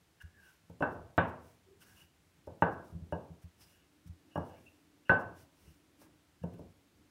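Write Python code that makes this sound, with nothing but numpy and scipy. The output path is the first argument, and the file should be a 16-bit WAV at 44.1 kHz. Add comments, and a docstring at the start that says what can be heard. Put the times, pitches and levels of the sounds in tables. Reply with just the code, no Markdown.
"""A wooden rolling pin works firm dough on a pastry mat on a kitchen counter.
Dropping off the dough or set down, it knocks: counter and cabinet ring, and so do its bending modes.
Between knocks it rumbles over lumps and bumps over the dough's edge; palms brush, rub and squeak.
A small hard kitchen answers every knock, over quiet air and a faint low drone."""
import sys
import numpy as np
from scipy import signal
from scipy.fft import rfft, irfft, next_fast_len
from scipy.io import wavfile

SR = 44100
rng = np.random.default_rng(int(sys.argv[2]) if len(sys.argv) > 2 else 0)


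def pcm_store(signal):
    """Save signal as 16-bit PCM."""
    levels = np.round(np.clip(np.atleast_2d(signal), -1, 1) * 32767)
    wavfile.write(sys.argv[1], SR, levels.astype(np.int16).T)


N = 313110
RING_SAMPLES = SR * 7 // 10
TIME_S = np.arange(N) / SR
RING_TIME_S = TIME_S[:RING_SAMPLES]

# Room air. Each row: frequency in Hz, relative density in dB.
AIR_SPECTRUM = [(15, -41.5), (25, -14.5), (71, -12.5), (107, -8.5), (209, -16), (305, -14), (567, -17),
                (848, -16.5), (1080, -18), (1170, -18.5), (1490, -18), (3000, -20.5), (4750, -24),
                (9550, -27.5), (15500, -32.5)]
# Low drone. Each row: time in seconds, level in dB.
DRONE_LEVELS = [(0, -100), (2.0, -80), (3.7, -79), (4.3, -67), (5.6, -75.5), (6.1, -67), (6.3, -77.5),
                (7.1, -73.5)]
# Pin pressed over the dough. Each row: middle in seconds, length in seconds, rumble in dB.
PUSHES = [(0.377, 0.11, -70.5), (1.005, .14, -54), (1.9, 0.3, -70.5), (2.428, 0.12, -76),
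          (3.001, 0.24, -56.5), (3.672, 0.23, -75), (5.681, 0.12, -65), (6.078, .16, -73),
          (6.645, 0.1, -57), (6.998, 0.11, -70)]
# Stick-slip of palm and mat. Each row: start and length in seconds, first and last pitch in Hz,
# level in dB.
SQUEAKS = [(0.2, 0.029, 1720, 1650, -65), (0.337, 0.19, 1733, 1470, -63), (1.661, 0.087, 387, 389, -62.5),
           (3.588, .1, 5170, 5000, -68.5), (4.545, 0.055, 2100, 2405, -69.5), (4.655, .04, 2690, 2650, -62)]
# Skin catching on wood. Each row: start and length in seconds, level in dB, relative upper modes in dB.
RUBS = [(0.202, 0.022, -58, -8.5), (0.4, .13, -79.5, 3), (1.806, 0.035, -67.5, 0), (1.852, 0.094, -72, -11),
        (1.955, 0.095, -77, 9), (3.606, 0.27, -84, 4.5), (4.305, 0.053, -81, 10), (4.479, .12, -73, -1.5),
        (5.051, 0.13, -70, 5.5), (5.657, 0.062, -81.5, 5.5), (6.427, 0.023, -70, -1)]
# Pin bending modes along the grain. 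Each row: frequency in Hz, relative level in dB, T60 in seconds.
PIN_ALONG_MODES = [(1519, -25, 0.25), (2670, -42.5, 0.081), (3460, -66.5, 0.094)]
# The stiffer modes across the grain. Each row: frequency in Hz, relative level in dB, T60 in seconds.
PIN_ACROSS_MODES = [(1633, -25.5, .19), (2874, -42, 0.09), (5560, -71, 0.22)]
# Palms and sleeves brushing. Each row: middle in seconds, length in seconds, level in dB.
SWISHES = [(0.22, 0.021, -63.5), (0.48, .18, -70.5), (1.48, 0.15, -71), (1.822, 0.034, -63),
           (1.89, 0.13, -67), (2.002, 0.1, -65.5), (2.88, 0.11, -72.5), (3.432, 0.028, -69),
           (3.62, 0.045, -64.5), (3.692, 0.18, -70), (4.076, 0.024, -67.5), (4.6, 0.47, -76),
           (5.401, 0.089, -65.5), (5.66, 0.23, -71), (6.025, 0.069, -65.5)]
# Brushing hiss. Each row: frequency in Hz, relative density in dB.
BRUSH_SPECTRUM = [(300, -4.5), (900, 3), (2000, 1.5), (3000, 1), (4200, -4.5), (5500, 3), (7000, -3.5),
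                  (9000, -0.5), (13000, -2.5), (16000, -3)]
# Pin over the dough's edge. Each row: start in seconds, relative level in dB, contact cut-off in Hz.
BUMPS = [(0.234, -14.5, 88), (2.921, -20.5, 223), (2.946, -11, 228), (3.018, -13, 192), (3.299, -20, 166),
         (3.437, -17, 100.5), (4.055, -17, 129), (4.09, -15, 116.3), (5.673, -26.5, 131),
         (6.413, -22.5, 172)]
# Hollow cabinet under the counter. Each row: frequency in Hz, relative level in dB, T60 in seconds.
CABINET_MODES = [(84, -32, 0.18), (121, -51, 0.35), (152, -36.5, 0.11), (172.8, -29.5, 0.21)]
# Pin hitting the counter. Each row: start in seconds, level in dB, contact cut-off in Hz, then relative
# gains in dB for cabinet boom, pin ring along the grain, ring across it, and the pin's upper modes.
KNOCKS = [(0.698, -23.5, 450, 5.5, -28, -31, -8), (0.806, -10, 680, -7, -27, -31, 23),
          (0.824, -3.5, 1520, -3, 0, -9, 6), (1.179, 0, 3000, -1.5, 0, -6, -5.5),
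          (2.472, -17, 600, -3, -28, -30, 3), (2.622, -0.5, 1620, -6, -4, -5, 3),
          (3.124, -8.5, 810, 2.5, -17.5, -12, 10.5), (4.357, -10.5, 1067, 0.5, -25, -9, 15),
          (4.377, -9, 721, 6.5, -29, -15.5, -5), (5.095, 0.9, 1520, -2.5, 8, -2, -0.5),
          (5.115, -10, 2000, -13, -15.5, -18, -0.5), (6.017, -39.5, 1502, -16, -13, -3, 0.5),
          (6.437, -11.5, 550, 4, -27.5, -43.5, 0), (6.54, -26, 463, 0.5, -18, -25, 19),
          (6.593, -22.5, 560, 5.5, -31, -31, 0)]
# Counter top. Each row: frequency in Hz, relative level in dB, T60 in seconds.
COUNTER_MODES = [(245.7, -41.5, 0.52), (290, -35.5, 0.12), (455, -39.5, 0.32), (539.7, -34.5, .22),
                 (601.4, -26, 0.12), (688, -37, 0.02), (811, -29.5, 0.056), (919, -26, .09),
                 (1040, -40, .16), (1156, -35, .16), (1353, -43, .13), (2370, -45, 0.12),
                 (3670, -49.5, 0.18), (3930, -42.5, 0.079)]
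# Dense modes of the counter and what stands on it. Each row: frequency in Hz, relative density in dB.
CLATTER_SPECTRUM = [(52, -39), (85, -1.5), (200, -8), (400, -6), (620, -4.5), (950, -2.5), (1300, -9),
                    (1650, -7), (2050, -19.5), (3000, -19.5), (3800, -26), (4400, -39.5), (9000, -34.5)]
# Reflections off nearby kitchen surfaces. Each row: delay in seconds, gain in dB.
ECHOES = [(.0031, -11), (.0058, -12)]
# Kitchen decay. Each row: frequency in Hz, T60 in seconds.
ROOM_DECAY = [(60, 0.87), (160, .6), (420, 0.58), (1100, 0.46), (2900, .36), (9000, 0.13)]


def from_db(db):
    return 10 ** (np.asarray(db) / 20)


def unit_rms(x):
    return x / np.sqrt(np.mean(x ** 2) + 1e-20)


def at_hz(table, hz):
    """Interpolate on a log-frequency axis."""
    table_hz, values = np.transpose(table)
    return np.interp(np.log(np.maximum(hz, 1)), np.log(table_hz), values)


def add(track, start_s, sound):
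    start = max(round(start_s * SR), 0)
    track[start:start + len(sound)] += sound[:max(len(track) - start, 0)]


def low_pass(x, hz, order):
    return signal.sosfilt(signal.butter(order, min(hz, SR / 2 - 1), fs=SR, output="sos"), x)


def noise(spectrum, samples):
    """Coloured noise, rms 1."""
    padded = next_fast_len(samples)
    gain = from_db(at_hz(spectrum, np.arange(padded // 2 + 1) * SR / padded))
    return unit_rms(irfft(rfft(rng.standard_normal(padded)) * gain, padded)[:samples])


def waver(hz):
    """Random fluctuation, rms 1."""
    return unit_rms(low_pass(rng.standard_normal(N), hz, order=2))


def swell(middle_s, length_s):
    """Bell-shaped pulse."""
    return np.exp(-(2 * (TIME_S - middle_s) / length_s) ** 2)


def stroke(start_s, length_s):
    """Steep-sided arch of contact pressure."""
    out = np.zeros(N)
    angle = np.linspace(0, np.pi, max(int(length_s * SR), 2))
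    add(out, start_s, np.sqrt(np.abs(np.sin(angle))))
    return out


def resonate(x, hz, width_hz):
    """One driven resonance, rms 1."""
    radius = np.exp(-np.pi * width_hz / SR)
    feedback = [1, -2 * radius * np.cos(2 * np.pi * hz / SR), radius * radius]
    return unit_rms(signal.lfilter([1, 0, -1], feedback, x))


def ring(modes, scatter_db):
    """Decaying sines of alternating sign; random strengths stand for where the blow lands."""
    out = 0
    for k, (hz, db, t60_s) in enumerate(modes):
        envelope = from_db(db + scatter_db * rng.normal() - 60 * RING_TIME_S / t60_s)
        out += (-1) ** k * envelope * np.sin(2 * np.pi * hz * RING_TIME_S)
    return out


def room_tail(x, build_s):
    """Diffuse sound builds, then dies by octave bands, treble first."""
    out, below = 0, 0
    spectrum, hz = rfft(x), np.arange(len(x) // 2 + 1) * SR / len(x)
    for edge_hz in 90 * 2 ** np.arange(9):
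        up_to_edge = irfft(spectrum * (hz < edge_hz), len(x))
        t60_s = at_hz(ROOM_DECAY, edge_hz / np.sqrt(2))
        out += (up_to_edge - below) * from_db(-60 * RING_TIME_S / t60_s)
        below = up_to_edge
    return out * (1 - np.exp(-RING_TIME_S / build_s))


def reverb(x):
    """The kitchen's diffuse answer, as strong as its input."""
    response = room_tail(rng.standard_normal(RING_SAMPLES), build_s=0.012)
    return np.std(x) * unit_rms(signal.fftconvolve(x, response)[:len(x)])


def room_tone(air_db=-72.5):
    """Quiet air; a faint low drone swells and fades."""
    air = from_db(air_db) * noise(AIR_SPECTRUM, N)
    drone_db = np.interp(TIME_S, *np.transpose(DRONE_LEVELS))
    return air + from_db(drone_db) * resonate(rng.standard_normal(N), hz=294, width_hz=32)


def rolling(resting_db=-74):
    """Dough lumps shake cabinet and counter in step with pressure: the hands' weight plus pushes."""
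    pushes = sum(from_db(db) * swell(middle_s, length_s) for middle_s, length_s, db in PUSHES)
    lumps = rng.standard_normal(N)
    body = resonate(lumps, hz=77, width_hz=40)
    body += from_db(-5) * resonate(lumps, hz=156, width_hz=35)
    body += from_db(-13) * resonate(lumps, hz=313, width_hz=40)
    return (from_db(resting_db) + pushes) * unit_rms(low_pass(body, hz=450, order=2))


def squeaks(jitter=0.036, flutter_db=3):
    """Regular slipping gives an unsteady tone that glides as the hand slows."""
    out = np.zeros(N)
    for start_s, length_s, first_hz, last_hz, db in SQUEAKS:
        glide_hz = np.interp(TIME_S, [start_s, start_s + length_s], [first_hz, last_hz])
        pitch_hz = glide_hz * (1 + jitter * waver(hz=155))
        envelope = from_db(db + flutter_db * waver(hz=55.6)) * stroke(start_s, length_s)
        out += envelope * np.sin(2 * np.pi * np.cumsum(pitch_hz) / SR)
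    return out


def rubs(width_hz=160, along_db=-4):
    """Tiny slips of skin drive the pin's hand-damped modes, two in each plane."""
    def rubbed_mode(hz):
        slips = rng.standard_normal(N)
        return resonate(resonate(slips, hz, width_hz), hz, width_hz)

    along = np.array([rubbed_mode(hz) for hz, *_ in PIN_ALONG_MODES[:2]])
    across = np.array([rubbed_mode(hz) for hz, *_ in PIN_ACROSS_MODES[:2]])
    lower, upper = across + from_db(along_db) * along
    out = np.zeros(N)
    for start_s, length_s, db, upper_db in RUBS:
        out += from_db(db) * stroke(start_s, length_s) * (lower + from_db(upper_db) * upper)
    return out


def brushing(grain_db=1.0, scuff_db=-66.5, scuff_db_per_db=0.2,
             after_hiss_db=-70.5, after_hiss_delay_s=0.11):
    """Skin and cloth hiss. The landing pin scuffs the mat; a faint short hiss follows each loud knock."""
    envelope = sum(from_db(db) * swell(middle_s, length_s) for middle_s, length_s, db in SWISHES)
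    for knock_s, knock_db, *_ in KNOCKS:
        scuff = from_db(scuff_db + scuff_db_per_db * knock_db) * swell(knock_s, length_s=0.012)
        after_s = knock_s + after_hiss_delay_s
        after_hiss = from_db(after_hiss_db + knock_db) * swell(after_s, length_s=0.035)
        envelope += scuff + after_hiss
    return envelope * from_db(grain_db * waver(hz=243)) * noise(BRUSH_SPECTRUM, N)


def bumps(damping_t60_s=1.0, gain_db=6.5):
    """Pressed under the hands, the pin drops softly; only the cabinet booms."""
    out = np.zeros(N)
    for start_s, db, contact_hz in BUMPS:
        envelope = from_db(db + gain_db - 60 * RING_TIME_S / damping_t60_s)
        boom = envelope * ring(CABINET_MODES, scatter_db=2.7)
        add(out, start_s, low_pass(boom, contact_hz, order=3))
    return out


def knocks(clatter_db=-19, clatter_t60_s=0.037, room_db=-28):
    """Blows ring counter, cabinet and pin; mat and dough lengthen the contact and dull the thud."""
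    out = np.zeros(N)
    clatter_envelope = from_db(clatter_db - 60 * RING_TIME_S / clatter_t60_s)
    for start_s, db, contact_hz, boom_db, along_db, across_db, upper_db in KNOCKS:
        clatter = with_echoes(clatter_envelope * noise(CLATTER_SPECTRUM, RING_SAMPLES))
        room = from_db(room_db) * room_tail(noise(CLATTER_SPECTRUM, RING_SAMPLES), build_s=0.0027)
        counter = ring(COUNTER_MODES, scatter_db=4)
        cabinet = from_db(boom_db) * ring(CABINET_MODES, scatter_db=5)
        thud = low_pass(counter + cabinet + clatter + room, contact_hz, order=3)
        add(out, start_s, from_db(db) * (thud + pin_ring(along_db, across_db, upper_db)))
    return out


def pin_ring(along_db, across_db, upper_db, rise_s=0.00078, room_db=-12):
    """The pin bends in two planes; the strike point sets the upper modes' share. The room prolongs it."""
    pin = 0
    for db, modes in [(along_db, PIN_ALONG_MODES), (across_db, PIN_ACROSS_MODES)]:
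        lowest = ring(modes[:1], scatter_db=0.3)
        upper = from_db(upper_db) * ring(modes[1:], scatter_db=1.5)
        pin += from_db(db) * (lowest + upper)
    return pin * (1 - np.exp(-RING_TIME_S / rise_s)) + from_db(room_db) * reverb(pin)


def with_echoes(x):
    """Direct sound plus near reflections."""
    out = x.copy()
    for delay_s, db in ECHOES:
        add(out, delay_s, from_db(db) * x)
    return out


def scene(hands_room_db=-8):
    """Mono mix of all sources."""
    hands = rubs() + squeaks()
    pin = knocks() + bumps() + rolling()
    hands_room = from_db(hands_room_db) * reverb(hands)
    return (pin + hands + hands_room + brushing() + room_tone())[None]


def record(dry, low_cut_hz=52, high_cut_hz=15750):
    """The microphone loses deep bass; the top is cut."""
    thin = signal.sosfilt(signal.butter(3, low_cut_hz, "high", fs=SR, output="sos"), dry)
    return signal.sosfilt(signal.ellip(12, 0.1, 80, high_cut_hz, fs=SR, output="sos"), thin)


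dry = scene()
out = record(dry)
pcm_store(out)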